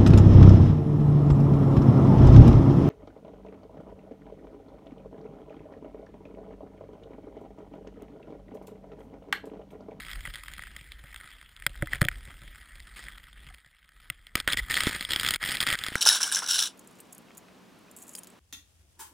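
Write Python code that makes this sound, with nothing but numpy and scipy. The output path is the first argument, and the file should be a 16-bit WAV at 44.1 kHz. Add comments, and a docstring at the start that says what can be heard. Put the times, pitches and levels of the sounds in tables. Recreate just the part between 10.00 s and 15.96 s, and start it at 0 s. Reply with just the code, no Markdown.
"""Snowboard ride through powder, the microphone close in, sealed in a plastic housing on the rider's helmet.
From the start wind noise rumbles in lumps, snow gives a grainy hiss over a low murmur, and the housing knocks on
its mount as noise bursts with ringing thumps. Plastic squeaks briefly and snow sprays over the housing on the way.
From about 4.3 s gloves still the mount, rub and snap as dense cloth grains, and overload the microphone.
Hiss, rubs and cracks pass through the housing resonances; the sound is almost mono."""
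import sys
import numpy as np
from scipy import signal
from scipy.fft import rfft, irfft, next_fast_len
from scipy.io import wavfile
from scipy.ndimage import uniform_filter1d, map_coordinates

SR = 44100
rng = np.random.default_rng(int(sys.argv[2]) if len(sys.argv) > 2 else 0)


def magnitude_from_level(level_db):
    """Linear magnitude for a level in decibels (20 dB per decade)."""
    exponent = np.asarray(level_db, float) / 20
    return 10 ** exponent


def transcribe(signal):
    """Save signal, clipped to [-1, 1], as a 16-bit WAV file at the path in sys.argv[1]."""
    frames = np.atleast_2d(signal).T
    limited = np.clip(frames, -1, 1)
    pcm = np.round(limited * 32767).astype(np.int16)
    wavfile.write(sys.argv[1], SR, pcm)


N = 262836
GRIP_S = 4.3  # the gloves take hold and still the rattling mount


def unit(x):
    """Scale to rms 1."""
    return x / np.sqrt(np.mean(x ** 2) + 1e-20)


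def filtered(x, response):
    """x times a complex response of frequency."""
    m = next_fast_len(N + SR // 4)
    return irfft(rfft(x, m) * response(np.fft.rfftfreq(m, 1 / SR)), m)[..., :N]


def coloured(points):
    """Gain of (f/Hz, level/dB) points on a log axis."""
    f, db = np.transpose(points)
    return lambda hz: magnitude_from_level(np.interp(np.log(hz + 1), np.log(f + 1), db))


def wobble(rate):
    """A smooth random curve, rate knots a second."""
    knots = rng.standard_normal(int(N * rate / SR) + 4)
    return map_coordinates(knots, [np.arange(N) * rate / SR])


def drifting(depth_db):
    """White noise whose colour drifts: random gain patches some hundred Hz wide and tens of ms long."""
    z = signal.stft(rng.standard_normal(N), nperseg=256)[2]
    field = uniform_filter1d(rng.standard_normal(z.shape), 5, axis=0)
    field = uniform_filter1d(field, 12, axis=1)
    patched = z * magnitude_from_level(depth_db * unit(field))
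    return unit(signal.istft(patched, nperseg=256)[1][:N])


def crackle(per_second, size_db, t60):
    """Envelope of random small contacts: capped exponential sizes in dB, each dying fast."""
    hit = rng.random(N) < per_second / SR
    size = hit * magnitude_from_level(size_db * np.minimum(rng.exponential(size=N), 3))
    decay = magnitude_from_level(-60 * np.arange(SR // 20) / SR / t60)
    return signal.fftconvolve(size, decay)[:N]


# resonances of the housing around the microphone: (f/Hz, width/Hz, relative level/dB)
RESONANCES = [(1285, 90, -1.5), (1547, 230, -1.5), (1935, 296, 4.5), (2150, 180, -9), (3280, 312, -1.5),
              (4960, 160, -16.5), (7050, 300, -17), (8640, 270, -8), (10260, 720, -9), (13780, 180, -9),
              (14500, 240, -11.5)]
# cancellations in the housing: (f/Hz, distance to 1/e of the depth/Hz, gain at the centre/dB)
CANCELLATIONS = [(5995, 437, -14.5)]


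def housing(hz):
    """Causal response of the housing, noise gain 1: resonance powers add, hollows cut, phase is minimal."""
    power = sum(magnitude_from_level(2 * db) / (1 + ((hz * hz - c * c) / (hz * w + 1)) ** 2) for c, w, db in RESONANCES)
    cut_db = sum(db * np.exp(-((hz - c) / w) ** 2) for c, w, db in CANCELLATIONS)
    gain = unit(np.sqrt(power) * magnitude_from_level(cut_db))
    # folding the cepstrum gives the minimum phase
    cepstrum = irfft(np.log(gain + 1e-5))
    half = len(cepstrum) // 2
    cepstrum[1:half] *= 2
    cepstrum[half + 1:] = 0
    return np.exp(rfft(cepstrum))


def groups(hz):
    """The housing's low, middle and high resonances, each group with noise gain 1."""
    under = [1 / (1 + (hz / edge_hz) ** 8) for edge_hz in (2700, 6000)]
    shares = [under[0], under[1] - under[0], 1 - under[1]]
    whole = housing(hz)
    return np.array([share * whole / np.sqrt(np.mean(abs(share * whole) ** 2)) for share in shares])


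def microphone(hz):
    """The microphone in its housing: deaf near 12 kHz, closed above about 15.6 kHz."""
    notch = magnitude_from_level(-24 * np.exp(-((hz - 11900) / 1200) ** 2))
    return notch / (1 + (hz / 15600) ** 60)


# side over mid before it flickers: (f/Hz, level/dB)
SIDE_COLOUR = [(50, -39), (300, -18), (1400, -37.5), (5000, -41.5), (14000, -28.5)]


def almost_mono(mid):
    """Two channels that differ by a faint, flickering, filtered copy of the mid."""
    side = filtered(mid * wobble(40), coloured(SIDE_COLOUR))
    return np.array([mid + side, mid - side])


# course of the ride, levels before each layer's trim: (t/s, wind level/dB, snow flow level/dB)
RIDE_COURSE = [(0.0, -56.5, -43), (0.17, -48.5, -48), (0.4, -56, -50.5), (0.75, -53, -52.5),
               (1.04, -54.5, -56), (1.26, -60.5, -51), (1.55, -61, -59), (1.8, -44.5, -54.5),
               (2.13, -44.5, -52.5), (2.38, -49, -52.5), (2.68, -57.5, -54.5), (3.1, -52, -54.5),
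               (3.33, -57.5, -58.5), (3.5, -53, -56), (3.64, -73, -63.5), (3.88, -72, -66.5),
               (4.049, -62, -59), (4.3, -63.5, -64), (4.6, -43.5, -47), (4.81, -60, -45), (5.2, -54.5, -65),
               (5.96, -67, -46)]


def levels():
    """Gain per sample of rumble, murmur and hiss; the murmur follows a blend of wind and snow flow."""
    s, wind_db, snow_db = np.transpose(RIDE_COURSE)
    wind_share = 0.53
    murmur_db = -11 + wind_share * wind_db + (1 - wind_share) * snow_db
    return [magnitude_from_level(np.interp(np.arange(N) / SR, s, curve)) for curve in (wind_db, murmur_db, snow_db)]


# wind noise close on the housing, relative spectrum: (f/Hz, level/dB per Hz)
WIND_COLOUR = [(15, -39), (28, -0.5), (54, 2), (80, -12), (140, -28), (200, -52), (300, -120)]


def wind_rumble(gain):
    """Wind is low noise that swells in irregular lumps."""
    noise = filtered(rng.standard_normal(N), coloured(WIND_COLOUR))
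    return magnitude_from_level(3.5) * gain * unit(noise * magnitude_from_level(1.9 * wobble(10)))


# low murmur of the board in the snow, relative spectrum: (f/Hz, level/dB per Hz)
MURMUR_COLOUR = [(70, -18), (130, 0.5), (250, -6), (450, -14), (900, -17.5), (1400, -32)]


def board_murmur(gain, grain):
    """The board in the snow murmurs: low noise that feels the snow grains only weakly."""
    noise = rng.standard_normal(N) * grain ** 0.3 * magnitude_from_level(1.5 * wobble(20))
    return magnitude_from_level(-1.0) * gain * unit(filtered(noise, coloured(MURMUR_COLOUR)))


def snow_hiss(gain, grain):
    """Snow grains drive the housing as crackling noise of drifting colour."""
    return gain * filtered(drifting(depth_db=3.0) * grain, housing)


def bed():
    """Wind, murmur and hiss together; murmur and hiss share the same snow grains."""
    rumble, murmur, hiss = levels()
    grain = unit(0.66 + crackle(150, size_db=3.5, t60=0.0083)) * magnitude_from_level(0.17 * wobble(30))
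    return wind_rumble(rumble) + board_murmur(murmur, grain) + snow_hiss(hiss, grain)


# short squeaks of plastic slipping on plastic: (t/s, length/s, f/Hz, level/dB)
PLASTIC_SQUEAKS = [(1.875, 0.022, 2070, -41), (3.5, 0.02, 740, -55), (4.567, .014, 1940, -26.5),
                   (4.584, 0.018, 1986, -20.5), (4.702, .012, 1880, -23.5)]


def squeaks():
    """Each squeak is a slightly hoarse tone that swells and fades, with a weak overtone."""
    t, out = np.arange(N) / SR, np.zeros(N)
    for s, length, hz, db in PLASTIC_SQUEAKS:
        phase = 2 * np.pi * np.cumsum(hz * (1 + 0.016 * wobble(250))) / SR
        swell = np.sin(np.pi * np.clip((t - s) / length, 0, 1)) ** 2
        out += magnitude_from_level(db) * swell * (np.sin(phase) + magnitude_from_level(-25) * np.sin(2 * phase))
    return out


def scattered(gain, count, over_db, size_db, bright_db, spread_db, low_db):
    """Small contacts at random moments, as strong as the motion that shakes them loose."""
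    when, size = rng.random((count, 2)).T
    colour, weight = rng.standard_normal((count, 2)).T
    local = gain[(when * N).astype(int)]
    peak_db = 20 * np.log10(local + 1e-9) + over_db - size_db * np.log(1 - 0.95 * size)
    rows = np.transpose([when * N / SR, peak_db, bright_db + spread_db * colour, low_db + spread_db * weight])
    return list(rows[local > 0])


def contacts(events, modes, crack_db, thump_db, attack, t60, tail_db, treble_db, follows):
    """A contact is a noise burst with a weak tail into three housing groups, plus a low ringing thump."""
    t = np.arange(SR // 8) / SR
    shape = (magnitude_from_level(-60 * t / t60) + magnitude_from_level(tail_db - 60 * t / 0.02)) * (1 - np.exp(-t / attack))
    shape /= shape.max()
    drive, thump = np.zeros((3, N + len(t))), np.zeros(N + len(t))
    for s, db, bright_db, low_db in events:
        at = slice(round(s * SR), round(s * SR) + len(t))
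        burst = rng.standard_normal(len(t)) * shape
        burst *= np.linalg.norm(shape) / np.linalg.norm(burst)
        # brightness lifts the middle group fully and the top group in part
        group_db = np.array([[0], [bright_db], [treble_db + follows * bright_db]])
        drive[:, at] += magnitude_from_level(db + crack_db + group_db) * burst
        ring = np.zeros(len(t))
        for (hz, mode_db, mode_t60), vary_db in zip(modes, rng.normal(0, 2.55, len(modes))):
            ring += magnitude_from_level(mode_db + vary_db - 60 * t / mode_t60) * np.sin(2 * np.pi * hz * t)
        thump[at] -= magnitude_from_level(db + low_db + thump_db) * ring * (1 - np.exp(-t / 0.0014))
    cracks = filtered(drive[:, :N], groups).sum(axis=0)
    return cracks + np.roll(thump, round(0.0019 * SR))[:N]  # the thump follows the crack


# loud taps of the housing on its mount, levels before trim:
# (t/s, peak level/dB, brightness level/dB, thump level over peak/dB)
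MOUNT_TAPS = [(0.0659, -35, -8, -24), (0.114, -31.5, -2.5, -31), (0.1319, -32, -1, -20),
              (0.172, -43.5, -13, 0), (0.2067, -34, -7, -18), (0.2526, -24.5, -23, -36),
              (0.2593, -28, -16, -30), (0.2742, -27, -21, -11.5), (0.3383, -36.5, 2, -12),
              (0.346, -37.5, 4, -23), (0.3563, -30.5, -3, -28), (0.4355, -32.5, -5, -33),
              (0.4821, -31, -6, -33), (0.5363, -32.5, -2.5, -29), (0.581, -34, -9, -16),
              (0.593, -33, -16, -19), (0.6222, -37, -3, -19), (0.6363, -33.5, -14, -20),
              (0.7639, -32, -4.5, -14), (0.9192, -38, 4, -24), (1.0386, -35.5, -20, -8.5),
              (1.1436, -34.5, -3.5, -29), (1.1609, -30.5, -11.5, -32), (1.2106, -38, -8, -37),
              (1.5641, -44.5, 3.5, -28), (1.599, -41, -2, -24), (1.6224, -34, -7, -29),
              (1.6649, -9.5, -6, -23.5), (1.755, -36.5, -19, -36), (1.823, -17.5, -28, 0.5),
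              (1.8716, -29.5, -17, -26), (1.9328, -14.5, -23, -19), (1.9477, -26, -14, -16),
              (1.956, -24.5, -20, -17), (2.0115, -24, -9, -28), (2.0155, -12.5, -5, -1.5),
              (2.0271, -22, -18, -0.5), (2.0423, -26, -20, -15), (2.05, -23, -2.5, 0),
              (2.0851, -14, -10.5, -32), (2.1143, -34.5, -16, -19), (2.275, -42.5, -13, 0.5),
              (2.435, -41.5, -12, -3), (2.755, -41, -2.5, -10), (2.8016, -38.5, -1, -23),
              (3.0838, -31.5, -17, -31), (3.181, -42.5, 2, -28), (3.2393, -45.5, 2, -20),
              (3.3294, -47, 0.5, -17), (3.5448, -38, -7.5, -32.5), (3.8903, -45.5, -7, -19),
              (4.1002, -18, -5, -21), (4.268, -38.5, -3, -26)]
# helmet and mount modes, before random scatter: (f/Hz, level/dB, t60/s)
MOUNT_MODES = [(53.4, 1, 0.024), (128.3, 8, 0.044), (311, -8.5, 0.063), (563, -3.5, 0.043),
               (716, -15.5, 0.075)]


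def mount_taps():
    """The housing knocks and rattles on its mount, small taps following the snow flow until the grip."""
    shaking = levels()[2] * (np.arange(N) < GRIP_S * SR)
    small = scattered(shaking, count=85, over_db=7, size_db=3.0, bright_db=-4.5, spread_db=4.5, low_db=-13)
    return contacts(MOUNT_TAPS + small, MOUNT_MODES, crack_db=-3.0, thump_db=-4.5, attack=0.00041, t60=0.0077,
                    tail_db=-20, treble_db=-4.0, follows=0.29)


# strokes over the housing, first snow spray, then glove cloth:
# (start t/s, end t/s, first level/dB, last level/dB, brightness level/dB)
HOUSING_STROKES = [(1.908, 1.97, -42, -44.5, -2), (2.96, 3.098, -43.5, -58, 4),
                   (4.368, 4.414, -30, -39.5, -0.5), (4.482, 4.547, -28, -38, 1),
                   (4.568, 4.602, -38, -35, 9), (4.697, 4.902, -34.5, -35.5, 7.5),
                   (4.906, 5.085, -39.5, -46, 6.2), (5.088, 5.229, -36, -38.5, 5),
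                   (5.236, 5.362, -34.5, -38, 5), (5.403, 5.441, -52, -31.5, 6),
                   (5.445, 5.557, -33.5, -35, 8), (5.559, 5.602, -39, -40.5, 3),
                   (5.603, 5.667, -28.5, -46.5, 7), (5.664, 5.75, -32, -33, 2.5),
                   (5.758, 5.785, -56.5, -48, 6.5), (5.786, 5.95, -41.5, -42, 4.5)]


def strokes():
    """Gain per sample of the strokes and of their treble."""
    t = np.arange(N) / SR
    body, treble = np.zeros((2, N))
    for start, end, first_db, last_db, bright_db in HOUSING_STROKES:
        stroke = magnitude_from_level(np.interp(t, [start, end], [first_db, last_db])) * ((t >= start) & (t < end))
        body += stroke
        treble += magnitude_from_level(bright_db) * stroke
    return body, treble


def crossover(body, treble, hz_cross):
    """Lows of one drive and highs of another, sent through the housing."""
    high = lambda hz: 1 / (1 + (hz_cross / (hz + 1)) ** 4)
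    lows = filtered(body, lambda hz: (1 - high(hz)) * housing(hz))
    return lows + filtered(treble, lambda hz: high(hz) * housing(hz))


# low rustle under each stroke, relative spectrum: (f/Hz, level/dB per Hz)
RUSTLE_COLOUR = [(53, -27), (90, 4.5), (204, -0.5), (433, -7.5), (535, -6.5), (694, -11.5), (900, -9),
                 (1170, -22), (1980, -120)]


def rubbing():
    """Spray or cloth slips over plastic: dense grains under each stroke, which starts and stops sharply."""
    body, treble = abs(uniform_filter1d(np.array(strokes()), SR // 300, axis=1))
    grain = unit(1.74 + crackle(300, size_db=7.0, t60=0.0038)) * magnitude_from_level(1.9 * wobble(90))
    slip = grain * drifting(depth_db=2.5)
    rustle = unit(filtered(grain * rng.standard_normal(N), coloured(RUSTLE_COLOUR)))
    return crossover(body * slip, treble * slip, hz_cross=3900) + magnitude_from_level(-13.5) * body * rustle


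# loud snaps of glove cloth on the housing, levels before trim:
# (t/s, peak level/dB, brightness level/dB, thump level over peak/dB)
CLOTH_SNAPS = [(4.354, -7.5, -6, -10), (4.4762, -6, -13, -16), (4.4864, -17, -19, -19),
               (4.5193, -16, -21, -26), (4.7037, -34, -12, 2.5), (4.7174, -26.5, 3, -18),
               (4.7416, -16.5, -1.5, -34), (4.7684, -20.5, 5, -30), (4.7745, -18.5, -3, -29),
               (4.7901, -26, -9, -28), (4.8053, -13, -2.5, -18), (4.8346, -14.5, -6.5, -11),
               (4.8689, -16.5, -9, 4.5), (4.8935, -25.5, -1, -1.5), (5.0089, -24, -0.5, -11.5),
               (5.0255, -24, -8, -23), (5.1064, -25.5, 8, -6), (5.1189, -24, 6, -9),
               (5.1337, -21.5, 5.5, -8), (5.161, -23, 4.5, -12), (5.2321, -17, -7, -23),
               (5.248, -18.5, -4.5, -9.5), (5.2628, -25, 6, -10), (5.2755, -21.5, -1, -30),
               (5.2871, -16, 5, -27), (5.2927, -32, -3, -27), (5.307, -14.5, 2.5, -17.5),
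               (5.338, -17.5, 2.5, -20), (5.3451, -21, -3, -26), (5.3594, -18, -5.5, -19),
               (5.4286, -26, -22, -18), (5.4895, -28.5, 5.5, -3), (5.5088, -28.5, 6, -19),
               (5.5174, -30, 4, -31), (5.6039, -24, 10.5, -27), (5.6263, -21, 0, -25),
               (5.6356, -21.5, -6, -32), (5.667, -17.5, -8.5, -28), (5.6726, -20, 1, -10),
               (5.6877, -22.5, 2, -25), (5.7024, -17.5, -1, -21), (5.7271, -17, -2.5, -15),
               (5.736, -18.5, -11, -30), (5.753, -21, -9, -30), (5.7885, -30, 6, -29),
               (5.8641, -21.5, -3, -31), (5.8839, -25.5, -1, -5.5), (5.9185, -39.5, -17, 11),
               (5.9547, -6.5, -22, -11.5)]
# a squeezed housing pushes air at the microphone and hardly rings, before scatter: (f/Hz, level/dB, t60/s)
SQUEEZE_MODES = [(93, -10, 0.02), (267, 7, 0.006), (562, 0.5, 0.0058)]


def glove_snaps():
    """Glove cloth snaps on the squeezed housing, small snaps following the strokes after the grip."""
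    moving = strokes()[0] * (np.arange(N) > GRIP_S * SR)
    small = scattered(moving, count=120, over_db=5.5, size_db=5.0, bright_db=-2.0, spread_db=6.0, low_db=-15)
    return contacts(CLOTH_SNAPS + small, SQUEEZE_MODES, crack_db=-3.5, thump_db=4.5, attack=0.00013, t60=0.0095,
                    tail_db=-15.5, treble_db=1.5, follows=0.58)


# stiff cloth drives the housing brighter than snow does: (f/Hz, level/dB)
CLOTH_COLOUR = [(500, 0.5), (1000, 0.5), (2000, -0.5), (5000, 2.5), (10500, -4)]


def gloves():
    """Rubs and snaps on the housing, in the colour of stiff cloth."""
    return filtered(rubbing() + glove_snaps(), coloured(CLOTH_COLOUR))


def overloaded(x, limit=0.22):
    """The microphone flattens the loudest rubs: a firm, smooth bend towards the limit."""
    return x / (1 + abs(x / limit) ** 8) ** (1 / 8)


def scene():
    """Glide and grip, heard by the microphone inside the housing."""
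    held = overloaded(bed() + gloves())
    mid = held + squeaks() + mount_taps()
    return almost_mono(filtered(mid, microphone))


def top_cut(x):
    """Nothing passes above the cut-off."""
    return signal.sosfilt(signal.butter(12, 16530, fs=SR, output="sos"), x)


def record(dry):
    """The finished mix as the camera stores it."""
    return top_cut(dry)


dry = scene()
out = record(dry)
transcribe(out)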